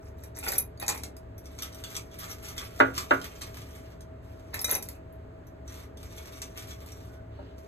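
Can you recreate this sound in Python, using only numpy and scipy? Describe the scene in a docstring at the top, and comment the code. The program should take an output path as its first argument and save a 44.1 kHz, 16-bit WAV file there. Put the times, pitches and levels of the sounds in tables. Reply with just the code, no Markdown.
"""On a kitchen counter, ice cubes slip from a fist into a glass already half full of ice.
Each landing is a burst of noise plus the fading tones of cube, glass and hollow; slides are many tiny ticks.
Between handfuls the fingers dig through wet ice in a china bowl: crunching ticks and short snaps.
The bowl knocks hard on the counter twice, and one soft, dull bump with a low tail comes near the end.
An appliance hums over low air noise; the small hard room answers, and two close microphone ports listen."""
import sys
import numpy as np
from scipy import signal
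from scipy.fft import rfft, irfft, next_fast_len
from scipy.io import wavfile

SR = 44100
rng = np.random.default_rng(int(sys.argv[2]) if len(sys.argv) > 2 else 0)


def wav_out(sig):
    """Save sig, one row per channel (or a flat mono array), as 16-bit PCM at SR to the path in sys.argv[1]."""
    wavfile.write(sys.argv[1], SR, np.round(np.clip(np.atleast_2d(sig).T, -1, 1) * 32767).astype(np.int16))


N = 338567  # length of the scene in samples
TOP_HZ = 16200  # upper band limit
STIR_ATTACK_S, STIR_RELEASE_S = 0.033, 0.22  # a hand movement builds up, then lets go (release is a t60)

# colour of ice cracking against ice: (frequency [Hz], gain [dB])
CRACK_COLOUR = [(80, -5), (300, 8.5), (950, 9.5), (1500, 4), (2550, 5.5), (3000, -3.5), (3900, 1),
                (5000, 6), (7000, 2), (9500, 2.5), (12000, 1.5), (14000, -1), (16000, -15)]
# colour of cubes tumbling over the pile: (frequency [Hz], gain [dB])
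TUMBLE_COLOUR = [(100, -10), (300, -15.5), (620, 1.5), (840, 0.5), (1150, -2), (1500, -15), (2100, -4.5),
                 (2550, 0), (2950, -15), (5000, -15), (10000, -31.5)]
# resonances of the ice-filled bowl: (frequency [Hz], width [Hz], lift [dB])
BOWL_MODES = [(1190, 150, 12), (2245, 320, 8), (3386, 600, 2.5), (5830, 810, 6), (8700, 165, 4),
              (15300, 630, 7.5)]


def amp(db):
    """Turn decibels into a plain multiplier."""
    return 10 ** (np.asarray(db) / 20)


def unit(x):
    """Scale a sound to an rms of 1."""
    return x / np.sqrt(np.mean(x ** 2) + 1e-20)


def along(points, hz):
    """Read a curve of (frequency [Hz], value) points on a log frequency axis."""
    f, v = np.transpose(points)
    return np.interp(np.log(hz + 1), np.log(f + 1), v)


def fade(t, t60):
    """Exponential decay that falls by 60 dB in t60 seconds."""
    return np.exp(-np.log(1000) * t / np.maximum(t60, 1e-4))


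def add(track, s, sound):
    """Mix a sound into a track at s seconds."""
    i = max(round(s * SR), 0)
    track[..., i:i + sound.shape[-1]] += sound[..., :track.shape[-1] - i]


def filtered(x, response):
    """Multiply the spectrum of x by a (possibly complex) response of frequency."""
    n = x.shape[-1]
    padded = next_fast_len(n + 4096)
    return irfft(rfft(x, padded) * response(np.fft.rfftfreq(padded, 1 / SR)), padded)[..., :n]


def coloured(x, gain, size=2048):
    """Pass x through a filter that never sounds ahead of its input, with the given gain of frequency."""
    cepstrum = irfft(np.log(np.maximum(gain(np.fft.rfftfreq(size, 1 / SR)), 1e-6)))
    # folding the cepstrum onto its first half puts the filter's energy as early as possible
    cepstrum[1:size // 2] *= 2
    cepstrum[size // 2 + 1:] = 0
    impulse = irfft(np.exp(rfft(cepstrum)))
    return signal.fftconvolve(x, impulse)[:len(x)]


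def in_colour(x, colour):
    """Give x the colour of a table of (frequency [Hz], gain [dB])."""
    return coloured(x, lambda hz: amp(along(colour, hz)))


def stroke(start, length, attack, sag_db, release):
    """Gain of one movement: it builds up, holds while sagging by some dB a second, then dies away."""
    t = np.maximum(np.arange(N) / SR - start, 0)
    build = np.minimum(t / attack, 1)
    return build * amp(-sag_db * t) * fade(np.maximum(t - length, 0), release)


def catching(per_second, depth_db):
    """Ice catches and slips: a quickly changing random gain."""
    knots = rng.standard_normal(4096)
    at = np.arange(N) / SR * per_second
    return amp(depth_db * np.interp(at, np.arange(len(knots)), knots))


def grains(per_second, spread_db, top_hz, t60):
    """Tiny slips at random moments, each a very short tick with its own pitch and size."""
    when, pitch, size, side = rng.random((int(per_second * N / SR), 4)).T[:, :, None]
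    k = np.arange(SR // 400)  # each tick is cut at 2.5 ms
    strength = np.sign(side - .5) * amp(-spread_db * np.log(np.maximum(size, .04)))
    ticks = strength * fade(k / SR, t60) * np.sin(2 * np.pi * top_hz * pitch * k / SR)
    places = (when * N).astype(int) + k
    return np.bincount(places.ravel(), ticks.ravel(), N)[:N]


def wavering(hz, width_hz):
    """A tone of rms 1 whose strength and phase drift."""
    knots = rng.standard_normal((2, 1024))
    at = np.arange(N) / SR * width_hz
    a, b = (np.interp(at, np.arange(len(k)), k) for k in knots)
    phase = 2 * np.pi * hz * np.arange(N) / SR
    return unit(a * np.cos(phase) + b * np.sin(phase))


def contact_gain(hz, clack_db, knock_db):
    """Heavier contacts put more into the middle and low range."""
    return amp(along([(1800, knock_db), (3600, clack_db), (8500, clack_db), (11000, 0.0063)], hz))


def clinks(ring_db=0.0, cube_db=0.0, crack_db=2, crack_t60=0.021, clack_db=-1, knock_db=-5):
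    """Each cube cracks against the pile, sounds its own note and rings the glass more or less strongly."""
    # ice landing in the glass: (time [s], bright level [dB], relative body level [dB],
    # relative glass ring level [dB], cube's note [Hz], relative note level [dB])
    landings = [(0.2364, -37, -6, -4, 3400, -20), (0.369, -40, -7.5, -0.5, 6030, -3),
                (0.3872, -39.5, -4.5, 8.5, 3800, -18), (0.4387, -43.5, 1, -14, 2490, 10.5),
                (0.4561, -43, 6.5, -11, 3450, 0.5), (0.4823, -27, -3, -7, 4950, 7),
                (0.487, -22.5, -9.5, -9.5, 6180, 5), (0.5196, -24, -10.5, 0, 3800, -8),
                (0.533, -35, -2.5, -5, 3420, 0), (0.582, -17, -16.5, 4.5, 8560, 1.5),
                (0.5912, -19.5, -16, -8, 12450, -14), (0.775, -60, 4, -13, 4550, 9),
                (0.799, -34, -7, 0.5, 3830, -1), (0.822, -39, 0, -5.5, 2440, 2.5),
                (0.864, -41, 5, -4, 6760, -5), (0.8803, -23, 3.5, -7, 6700, -3),
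                (0.8888, -22, 2, -10, 7130, -1.5), (0.897, -32.5, 10, -12, 7950, -5),
                (0.977, -40, -0.5, -3.5, 6000, 1), (1.035, -34.5, 5.5, -8.5, 6680, -5),
                (1.1662, -43.5, -3, -6.5, 5000, -5), (4.5423, -24, -7, -7.5, 1796, 7),
                (4.592, -34.5, 4.5, -12, 5300, 4.5), (4.608, -36, -13.5, 0, 12400, 1.5),
                (4.6154, -20, -17, -6, 3830, -4.5), (4.6444, -25.5, 1, 6, 3860, -4),
                (4.686, -39.5, 1.5, -9.5, 1870, -5), (4.7119, -17, -20, 5.5, 3820, -4),
                (4.7513, -20, -9, 3, 5965, -8), (4.825, -30, -4, -3, 6160, -10),
                (4.887, -27, -8, -15, 5330, -11)]
    out, t = np.zeros(N), np.arange(SR // 5) / SR
    for s, db, body, ring, cube_hz, note in landings:
        burst = rng.standard_normal(len(t)) * fade(t, crack_t60) * (1 - fade(t, 0.0041))
        crack = in_colour(burst, CRACK_COLOUR)
        glass = amp(ring_db + ring) * glass_ring(t, scatter_db=2.5)
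        cube = amp(cube_db + note) * cube_ring(t, cube_hz)
        hit = glass + cube + amp(crack_db) * crack
        weighted = coloured(hit, lambda hz: contact_gain(hz, body + clack_db, body + knock_db))
        add(out, s, amp(db) * weighted)
    return out


def glass_ring(t, scatter_db):
    """The glass's modes, at new strengths for each point of contact, nudged in pitch by the shifting ice."""
    # modes of the glass, damped by its ice: (frequency [Hz], level [dB], t60 [s])
    glass_modes = [(2105, -12.5, .06), (2420, -10.5, 0.0697), (3850, -16, 0.095), (5965, -4.5, 0.044),
                   (7040, -18, 0.038), (8540, -6.5, 0.055), (11150, -12.5, .045), (11200, -8, 0.057),
                   (11660, -13.5, .035), (12180, -8.5, 0.04), (14240, -17, .04)]
    hz, db, t60 = np.transpose(glass_modes)[:, :, None]
    size, detune = rng.standard_normal((2, len(glass_modes), 1))
    tones = np.sin(2 * np.pi * hz * (1 + 0.0033 * detune) * t)
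    return np.sum(amp(db + scatter_db * size) * fade(t, t60) * tones, axis=0)


def cube_ring(t, hz, ratio_spread=0.073):
    """A cube's own brief note; its uneven shape shifts the upper modes."""
    # modes of an ice cube: (ratio to its lowest note, level [dB], t60 [s])
    cube_modes = [(1, -2.5, 0.044), (1.39, -8.5, .02), (1.93, -10.5, 0.016)]
    ratio, db, t60 = np.transpose(cube_modes)[:, :, None]
    modes = hz * ratio ** (1 + ratio_spread * rng.standard_normal(ratio.shape))
    tones = amp(db) * fade(t, t60) * np.sin(2 * np.pi * modes * t)
    return np.sum((modes < TOP_HZ) * tones, axis=0)


def bumps(clack_db=-2, clack_t60=0.013, scatter_db=3):
    """A cube landing flat on the pile gives a dull clack that rings the hollow of the glass."""
    # cubes dropping flat on the pile: (time [s], relative level [dB])
    drops = [(0.429, -34), (0.4406, -31), (0.466, -28.5), (0.4755, -27.5), (0.492, -34.5), (0.5218, -36.5),
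             (0.534, -37.5), (0.554, -37.5), (0.826, -29.5), (0.8907, -24), (0.9022, -33.5), (4.683, -36.5),
             (4.6998, -35.5), (4.7204, -29.5), (4.7518, -38), (4.76, -36)]
    # the hollow of the glass and the pile in it: (frequency [Hz], level [dB], t60 [s])
    hollow_modes = [(830, 0, .05), (1400, -2, .02), (1860, -3, .022), (2500, -1, .025)]
    out, t = np.zeros(N), np.arange(SR // 8) / SR
    hz, db, t60 = np.transpose(hollow_modes)[:, :, None]
    for s, level_db in drops:
        size, detune = rng.standard_normal((2, *hz.shape))
        tones = np.sin(2 * np.pi * hz * (1 + 0.025 * detune) * t)
        ring = np.sum(amp(db + scatter_db * size) * fade(t, t60) * tones, axis=0)
        clack = in_colour(rng.standard_normal(len(t)) * fade(t, clack_t60), TUMBLE_COLOUR)
        hit = unit(ring) + amp(clack_db) * unit(clack)
        add(out, s, amp(level_db + 5) * hit / np.abs(hit).max())
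    return out


def sliding(hiss_db=-1, tumble_db=-2.0, ring_db=-30):
    """Wet cubes skid and tumble over the pile in many tiny contacts, keeping the glass ringing."""
    # runs of cubes sliding from the fist into the glass:
    # (start [s], length [s], relative hiss level [dB], relative tumble level [dB])
    runs = [(0, 0.088, -62.5, -78.5), (0.168, .11, -58, -71.5), (0.343, 0.059, -48, -59.5),
            (0.423, 0.15, -37.5, -47.5), (0.797, 0.033, -43.5, -42), (0.881, 0.069, -43, -46.5),
            (0.918, 0.16, -54.5, -58), (4.525, 0.045, -44, -39), (4.672, 0.078, -33, -42.5),
            (4.809, 0.15, -59.5, -61)]
    hiss, tumble = np.zeros((2, N))
    for start, length, run_hiss_db, run_tumble_db in runs:
        # a run gathers speed, slows by 17.5 dB a second, and settles
        run = stroke(start, length, attack=0.02, sag_db=17.5, release=0.095)
        hiss += amp(run_hiss_db) * run
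        tumble += amp(run_tumble_db) * run
    slips = grains(per_second=900, spread_db=4.0, top_hz=15500, t60=0.0042)
    ring = signal.fftconvolve(slips, glass_ring(np.arange(SR // 8) / SR, scatter_db=3.0))[:N]
    skid = unit(in_colour(slips, CRACK_COLOUR) + amp(ring_db) * ring)
    large_contacts = grains(per_second=300, spread_db=2.0, top_hz=4580, t60=0.00476)
    roll = unit(in_colour(large_contacts, TUMBLE_COLOUR))
    return amp(hiss_db) * hiss * skid + amp(tumble_db) * tumble * roll


def digging(scrape_db=-2, tick_db=1, tick_rise=0.00353, tick_t60=0.016, clack_db=1, knock_db=-6):
    """Stirred ice crunches in the bowl; now and then a cube grinds free with a snap."""
    # the hand rustling in the ice, in the bowl or round a fistful: (start [s], length [s], relative level [dB])
    rustles = [(1.418, 0.63, -59.5), (2.096, 1.646, -58), (3.71, 0.22, -65.5), (4.214, 0.34, -67),
               (5.99, 1.135, -63), (7.55, 0.3, -66)]
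    # single pushes of the fingers through the bowl: (start [s], length [s], relative level [dB])
    pushes = [(1.564, 0.091, -50), (1.844, 0.098, -51), (1.898, 0.029, -43.5), (2.162, 0.1, -48),
              (2.263, 0.047, -45.5), (2.409, 0.096, -45.5), (2.545, 0.085, -42), (2.747, 0.045, -47),
              (2.931, 0.082, -38), (3.073, 0.4, -49), (3.388, 0.039, -41), (3.511, 0.1, -50),
              (5.647, 0.17, -54.5), (5.982, 0.15, -55), (6.138, 0.14, -51.5), (6.297, 0.081, -50),
              (6.543, 0.067, -50), (6.654, 0.047, -45.5), (6.853, 0.05, -56)]
    # cubes snapping past each other:
    # (time [s], relative bright level [dB], relative body level [dB], pitch rung most [Hz])
    snaps = [(1.38, -38.5, -12, 5820), (1.4562, -49, 4, 5800), (1.5875, -40.5, 6, 4000),
             (1.6223, -24.5, -3, 4900), (1.726, -48.5, 4.5, 7000), (1.746, -39, -4.5, 8080),
             (1.8385, -35.5, 4.5, 3960), (1.9034, -39, -3, 2400), (1.9521, -34.5, 1.5, 5900),
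             (1.9652, -28.5, 1, 5900), (2.1139, -52.5, 2, 3300), (2.1885, -25.5, -14.5, 1230),
             (2.3146, -32.5, -5, 5800), (2.4844, -34.5, -3.5, 5800), (2.579, -33, 4.5, 3330),
             (2.9785, -22, 1, 1240), (3.2147, -38, 1.5, 1204), (3.4175, -38, 5.5, 5570),
             (3.617, -51, 3.5, 3290), (4.0067, -47.5, -0.5, 6880), (5.125, -49, -21.5, 8870),
             (5.4693, -49.5, -7, 5800), (5.678, -49, 4.5, 5750), (5.9714, -45, -1, 5880),
             (6.0293, -43, -0.5, 1260), (6.18, -45.5, 6, 2370), (6.3595, -49, -2, 5800),
             (6.418, -32.5, 5.5, 4400), (6.5924, -40, 1.5, 3250), (6.7082, -48.5, 9.5, 3180),
             (6.861, -39.5, -6.5, 7220), (6.9194, -42, -3, 5800)]
    effort = sum(amp(db) * stroke(start, length, STIR_ATTACK_S, 0, STIR_RELEASE_S)
                 for start, length, db in rustles)
    for start, length, db in pushes:
        push = stroke(start, length, STIR_ATTACK_S, sag_db=6, release=STIR_RELEASE_S)
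        effort = np.maximum(effort, amp(db) * push)
    crunch = grains(per_second=1500, spread_db=2.0, top_hz=15880, t60=0.0026)
    crunch = crunch * catching(per_second=150, depth_db=2.0)
    # stirred cubes jam and give way under the fingers
    effort = effort * unit(catching(per_second=45, depth_db=3))
    broken_ice = unit(crunch) + amp(-1) * unit(chips())
    out = amp(scrape_db) * effort * unit(coloured(broken_ice, bowl_gain))
    t = np.arange(SR // 8) / SR
    for s, db, body, focus_hz in snaps:
        snap = rng.standard_normal(len(t)) * fade(t, tick_t60) * (1 - fade(t, tick_rise))
        hit = coloured(snap, bowl_gain) + amp(-6) * bowl_ring(t, focus_hz)
        weighted = coloured(hit, lambda hz: contact_gain(hz, body + clack_db, body + knock_db))
        add(out, s, amp(db + tick_db) * weighted)
    return out


def chips(spread_db=4.5):
    """Sparse sharp ticks of small chips breaking off, 60 a second."""
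    when, size = rng.random((int(60 * N / SR), 2)).T
    strength = amp(-spread_db * np.log(np.maximum(size, .08)))
    return np.bincount((when * N).astype(int), strength, N)[:N]


def bowl_gain(hz):
    """Broad scraping colour lifted by the bowl's resonances."""
    # colour of ice scraping: (frequency [Hz], gain [dB])
    scrape_colour = [(200, 1.5), (700, 1.5), (1700, 1.5), (4500, 1.5), (7000, -0.5), (10000, 0), (12200, 2),
                     (14000, -3), (16000, -19.5)]
    lift = sum(amp(db) ** 2 / (1 + (2 * (hz - centre) / width) ** 2) for centre, width, db in BOWL_MODES)
    return amp(along(scrape_colour, hz)) * np.sqrt(1 + lift)


def bowl_ring(t, focus_hz, focus_octaves=0.57, t60=0.026, detune=0.014):
    """The bowl's modes; the point of contact favours those near one pitch."""
    hz = np.transpose(BOWL_MODES)[0][:, None]
    share = 1 / (1 + (np.log2(hz / focus_hz) / focus_octaves) ** 2)
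    shifted_hz = hz * (1 + detune * rng.standard_normal(hz.shape))
    return np.sum(share * fade(t, t60) * np.sin(2 * np.pi * shifted_hz * t), axis=0)


def knocks(ring_db=-1.7, ring_spread=0.5, scatter_db=1, thud_db=3.5, thud_t60=0.052, rattle_db=-9,
           rattle_t60=.36, wet_db=-6.5, foot_db=7, foot_hz=1250, foot_t60=0.0034):
    """A hard clack of the bowl's foot, or a soft dull bump, on the counter: ringing tones, thud and rattle."""
    # two hard knocks, then one soft bump made of two rows, the second lengthening it:
    # (time [s], relative level [dB], contact brightness as a treble limit [Hz])
    raps = [(2.802, -11, 2700), (3.1085, -14.3, 2600), (7.389, -36, 700), (7.422, -38.5, 520)]
    # bowl and counter ringing together:
    # (frequency [Hz], relative level [dB], t60 [s], left minus right [dB])
    counter_modes = [(115, -16.5, 0.4, 0), (268, -7.0, 0.29, -1), (325, -11.5, 0.2, -2),
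                     (375, -10.0, 0.22, -4), (428, -13.5, 0.22, 1), (500, -11.5, 0.18, -1),
                     (588, -2.0, 0.15, 1), (680, -13.0, 0.18, 3), (790, -5.0, 0.09, 0), (925, 0.0, 0.1, 0),
                     (1032, -12.5, 0.17, 1), (1128, -10.5, 0.17, 0), (1206, -6.5, 0.2, -3),
                     (1281, -3.5, 0.17, 1), (1368, -11.0, 0.24, 0), (1446, -6.5, 0.24, -7),
                     (1503, -13.0, 0.17, -4), (1540, -8.5, 0.16, -1), (1603, -14.0, 0.22, -7),
                     (1648, -8.0, 0.15, -7), (1705, -18.5, 0.16, 1), (1787, -12.0, 0.13, 2),
                     (1900, -17.5, 0.15, 0), (1995, -13.0, 0.16, -2), (2060, -21.5, 0.16, -1),
                     (2145, -16.5, 0.18, -3), (2290, -19.5, 0.18, -1), (2353, -22.5, 0.2, -1),
                     (2640, -19.5, 0.17, -2), (2780, -21.0, 0.15, -2)]
    # colour of the thud: (frequency [Hz], gain [dB])
    thud_colour = [(60, -30), (130, -14), (260, 2), (450, -1), (800, 7), (1400, 5), (2000, -0.5), (2600, 2),
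                   (3400, -1), (5000, -4), (12000, 5)]
    # colour of the jolted ice settling after a knock: (frequency [Hz], gain [dB])
    rattle_colour = [(150, -35), (350, -1), (600, 7), (950, -4.5), (1400, -1), (1900, -5), (4000, -14.5)]
    out, t = np.zeros((2, N)), np.arange(SR // 2) / SR
    hz, db, t60, pan_db = np.transpose(counter_modes)[:, :, None]
    rise = 1 - fade(t, 20 / hz)  # a mode takes about 20 cycles to build up
    foot = np.sin(2 * np.pi * foot_hz * t) * fade(t, foot_t60) * (1 - fade(t, 0.0115))
    for s, level_db, bright_hz in raps:
        # neighbouring modes swing opposite ways; the two ports catch each at slightly different phases
        swing = np.pi * np.arange(len(counter_modes))[:, None]
        phase = swing + ring_spread * rng.standard_normal((2, *hz.shape))
        pan = np.array([pan_db, -pan_db]) / 2
        strength = amp(db + scatter_db * rng.standard_normal(hz.shape) + pan)
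        ring = np.sum(strength * fade(t, t60) * np.sin(2 * np.pi * hz * t + phase) * rise, axis=1)
        thud = in_colour(rng.standard_normal(len(t)) * fade(t, thud_t60), thud_colour)
        chatter = catching(per_second=160, depth_db=2.5)[:len(t)]
        rattle = in_colour(rng.standard_normal(len(t)) * fade(t, rattle_t60) * chatter, rattle_colour)
        contact = amp(thud_db) * thud + amp(rattle_db) * rattle + amp(foot_db) * foot
        blow = amp(ring_db) * ring + in_kitchen(contact, wet_db, count=1)
        softened = [coloured(port, lambda f: 1 / np.sqrt(1 + (f / bright_hz) ** 6)) for port in blow]
        add(out, s, amp(level_db) * np.array(softened))
    return out


def rubbing(attack=0.06):
    """Skin rubs softly on the fistful of ice as it is carried over: dense tiny slips."""
    # the fist closing round the ice: (start [s], length [s], level [dB])
    rubs = [(3.8, 0.065, -67), (4.247, 0.29, -77), (7.289, 0.23, -69)]
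    # colour of rubbing skin: (frequency [Hz], gain [dB])
    skin_colour = [(500, 1), (1500, -1.5), (2800, 1.5), (4300, -1.5), (5500, -9), (8000, -21), (14000, -25)]
    effort = sum(amp(db) * stroke(start, length, attack, 0, STIR_RELEASE_S) for start, length, db in rubs)
    slips = grains(per_second=2500, spread_db=2.0, top_hz=14800, t60=0.0043)
    return effort * unit(in_colour(slips, skin_colour))


def squeak():
    """A brief, faint, raspy squeak as the hand lifts out of the ice: one wavering tone."""
    lift = stroke(start=7.08, length=.09, attack=STIR_ATTACK_S, sag_db=0, release=STIR_RELEASE_S)
    return amp(-66.5) * lift * wavering(hz=1480, width_hz=130)


def background(air_db=-47, hum_db=-2, drift=0.28):
    """An appliance's slightly unsteady hum, a set of tones, over low room noise."""
    # colour of the room noise: (frequency [Hz], gain [dB])
    air_colour = [(20, -19), (45, -3.5), (70, -2), (110, 2.5), (150, -15.5), (300, -10), (650, -17),
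                  (850, -21.5), (1600, -26), (3000, -39.5), (6000, -49.5), (13000, -55.5), (16000, -61)]
    # tones of the appliance hum: (frequency [Hz], relative level [dB])
    hum_tones = [(70.0, -48.5), (166.9, -58.5), (263.8, -60), (398.4, -62.5), (430.7, -63.5), (586.8, -62),
                 (646.0, -53)]
    t = np.arange(N) / SR
    air = unit(filtered(diffuse(N), lambda hz: amp(along(air_colour, hz))))
    hum = np.zeros(N)
    for hz, db in hum_tones:
        tone = np.sin(2 * np.pi * hz * t) + drift * wavering(hz, width_hz=22)
        hum += amp(db) * unit(tone)
    return amp(air_db) * air + amp(hum_db) * hum


def diffuse(n):
    """White noise arriving from all sides at the two ports, more or less alike at each frequency."""
    # how alike left and right are: (frequency [Hz], likeness [0 to 1])
    likeness = [(100, 1), (200, 0.63), (450, 0.45), (1500, 0.01436), (3000, 0.1), (4000, 0.033),
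                (5000, 0.72), (7000, 1), (15000, 0.98)]

    def mid_side(hz):
        turn = np.arccos(np.clip(along(likeness, hz), 0, 1)) / 2
        return np.array([np.cos(turn), np.sin(turn)])
    mid, side = filtered(rng.standard_normal((2, n)), mid_side)
    return np.array([mid + side, mid - side])


def in_kitchen(x, wet_db, count=24):
    """Direct sound plus fading noise tails of the room, drawn anew for each of count equal stretches of time."""
    # how long the room rings: (frequency [Hz], t60 [s])
    room_decay = [(150, 0.8), (600, 0.26), (2000, 0.2), (6000, 0.14), (14000, 0.13)]
    n = SR // 3
    hz, t, z = signal.stft(diffuse(count * n).reshape(2, count, n), SR, nperseg=256)
    decay = fade(t, along(room_decay, hz)[:, None]) * (t > 0)
    tails = signal.istft(z * decay, SR, nperseg=256)[1]
    tails /= np.sqrt(np.sum(tails ** 2) / (2 * count))
    out, start = np.array([x, x]), 0
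    for k, part in enumerate(np.array_split(x, count)):
        answer = signal.fftconvolve(part[None], tails[:, k], axes=1)
        add(out, start / SR, amp(wet_db) * answer)
        start += len(part)
    return out


def scene():
    """Glass and bowl each sound in the room, with the knocks and the background added."""
    glass = in_kitchen(clinks() + bumps() + sliding(), wet_db=-1.5)
    bowl = in_kitchen(digging() + rubbing() + squeak(), wet_db=3.0)
    return glass + bowl + knocks() + background()


def record(dry):
    """The two ports differ in phase and level; nothing is kept above the band limit."""
    # phase between the ports: (frequency [Hz], lead of left over right [rad])
    port_phase = [(0, 0), (440, 0), (520, 1.9), (680, 1.9), (730, 4.3), (950, 4.3), (1250, 3.8), (1400, 6),
                  (1800, 6.5), (2000, 7), (2250, 9.3), (2700, 9.6), (3400, 9.9), (3850, 12.9), (4800, 15.5),
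                  (5600, 16.4), (6600, 18.6), (7500, 18.9), (9400, 21.9), (10100, 22.1), (11900, 25.1),
                  (13100, 25.3), (14200, 28), (16000, 28.4)]
    # level between the ports: (frequency [Hz], left minus right [dB])
    port_balance = [(400, 0.5), (750, 0.5), (1200, -1), (1750, -1), (2700, -2.5), (3800, 1), (5500, 0)]

    def ports(hz):
        phase = np.interp(hz, *np.transpose(port_phase))
        half = np.array([[.5], [-.5]])  # each port takes half the difference
        return amp(half * along(port_balance, hz)) * np.exp(1j * half * phase)
    return filtered(filtered(dry, ports), lambda hz: hz < TOP_HZ)


dry = scene()
out = record(dry)
wav_out(out)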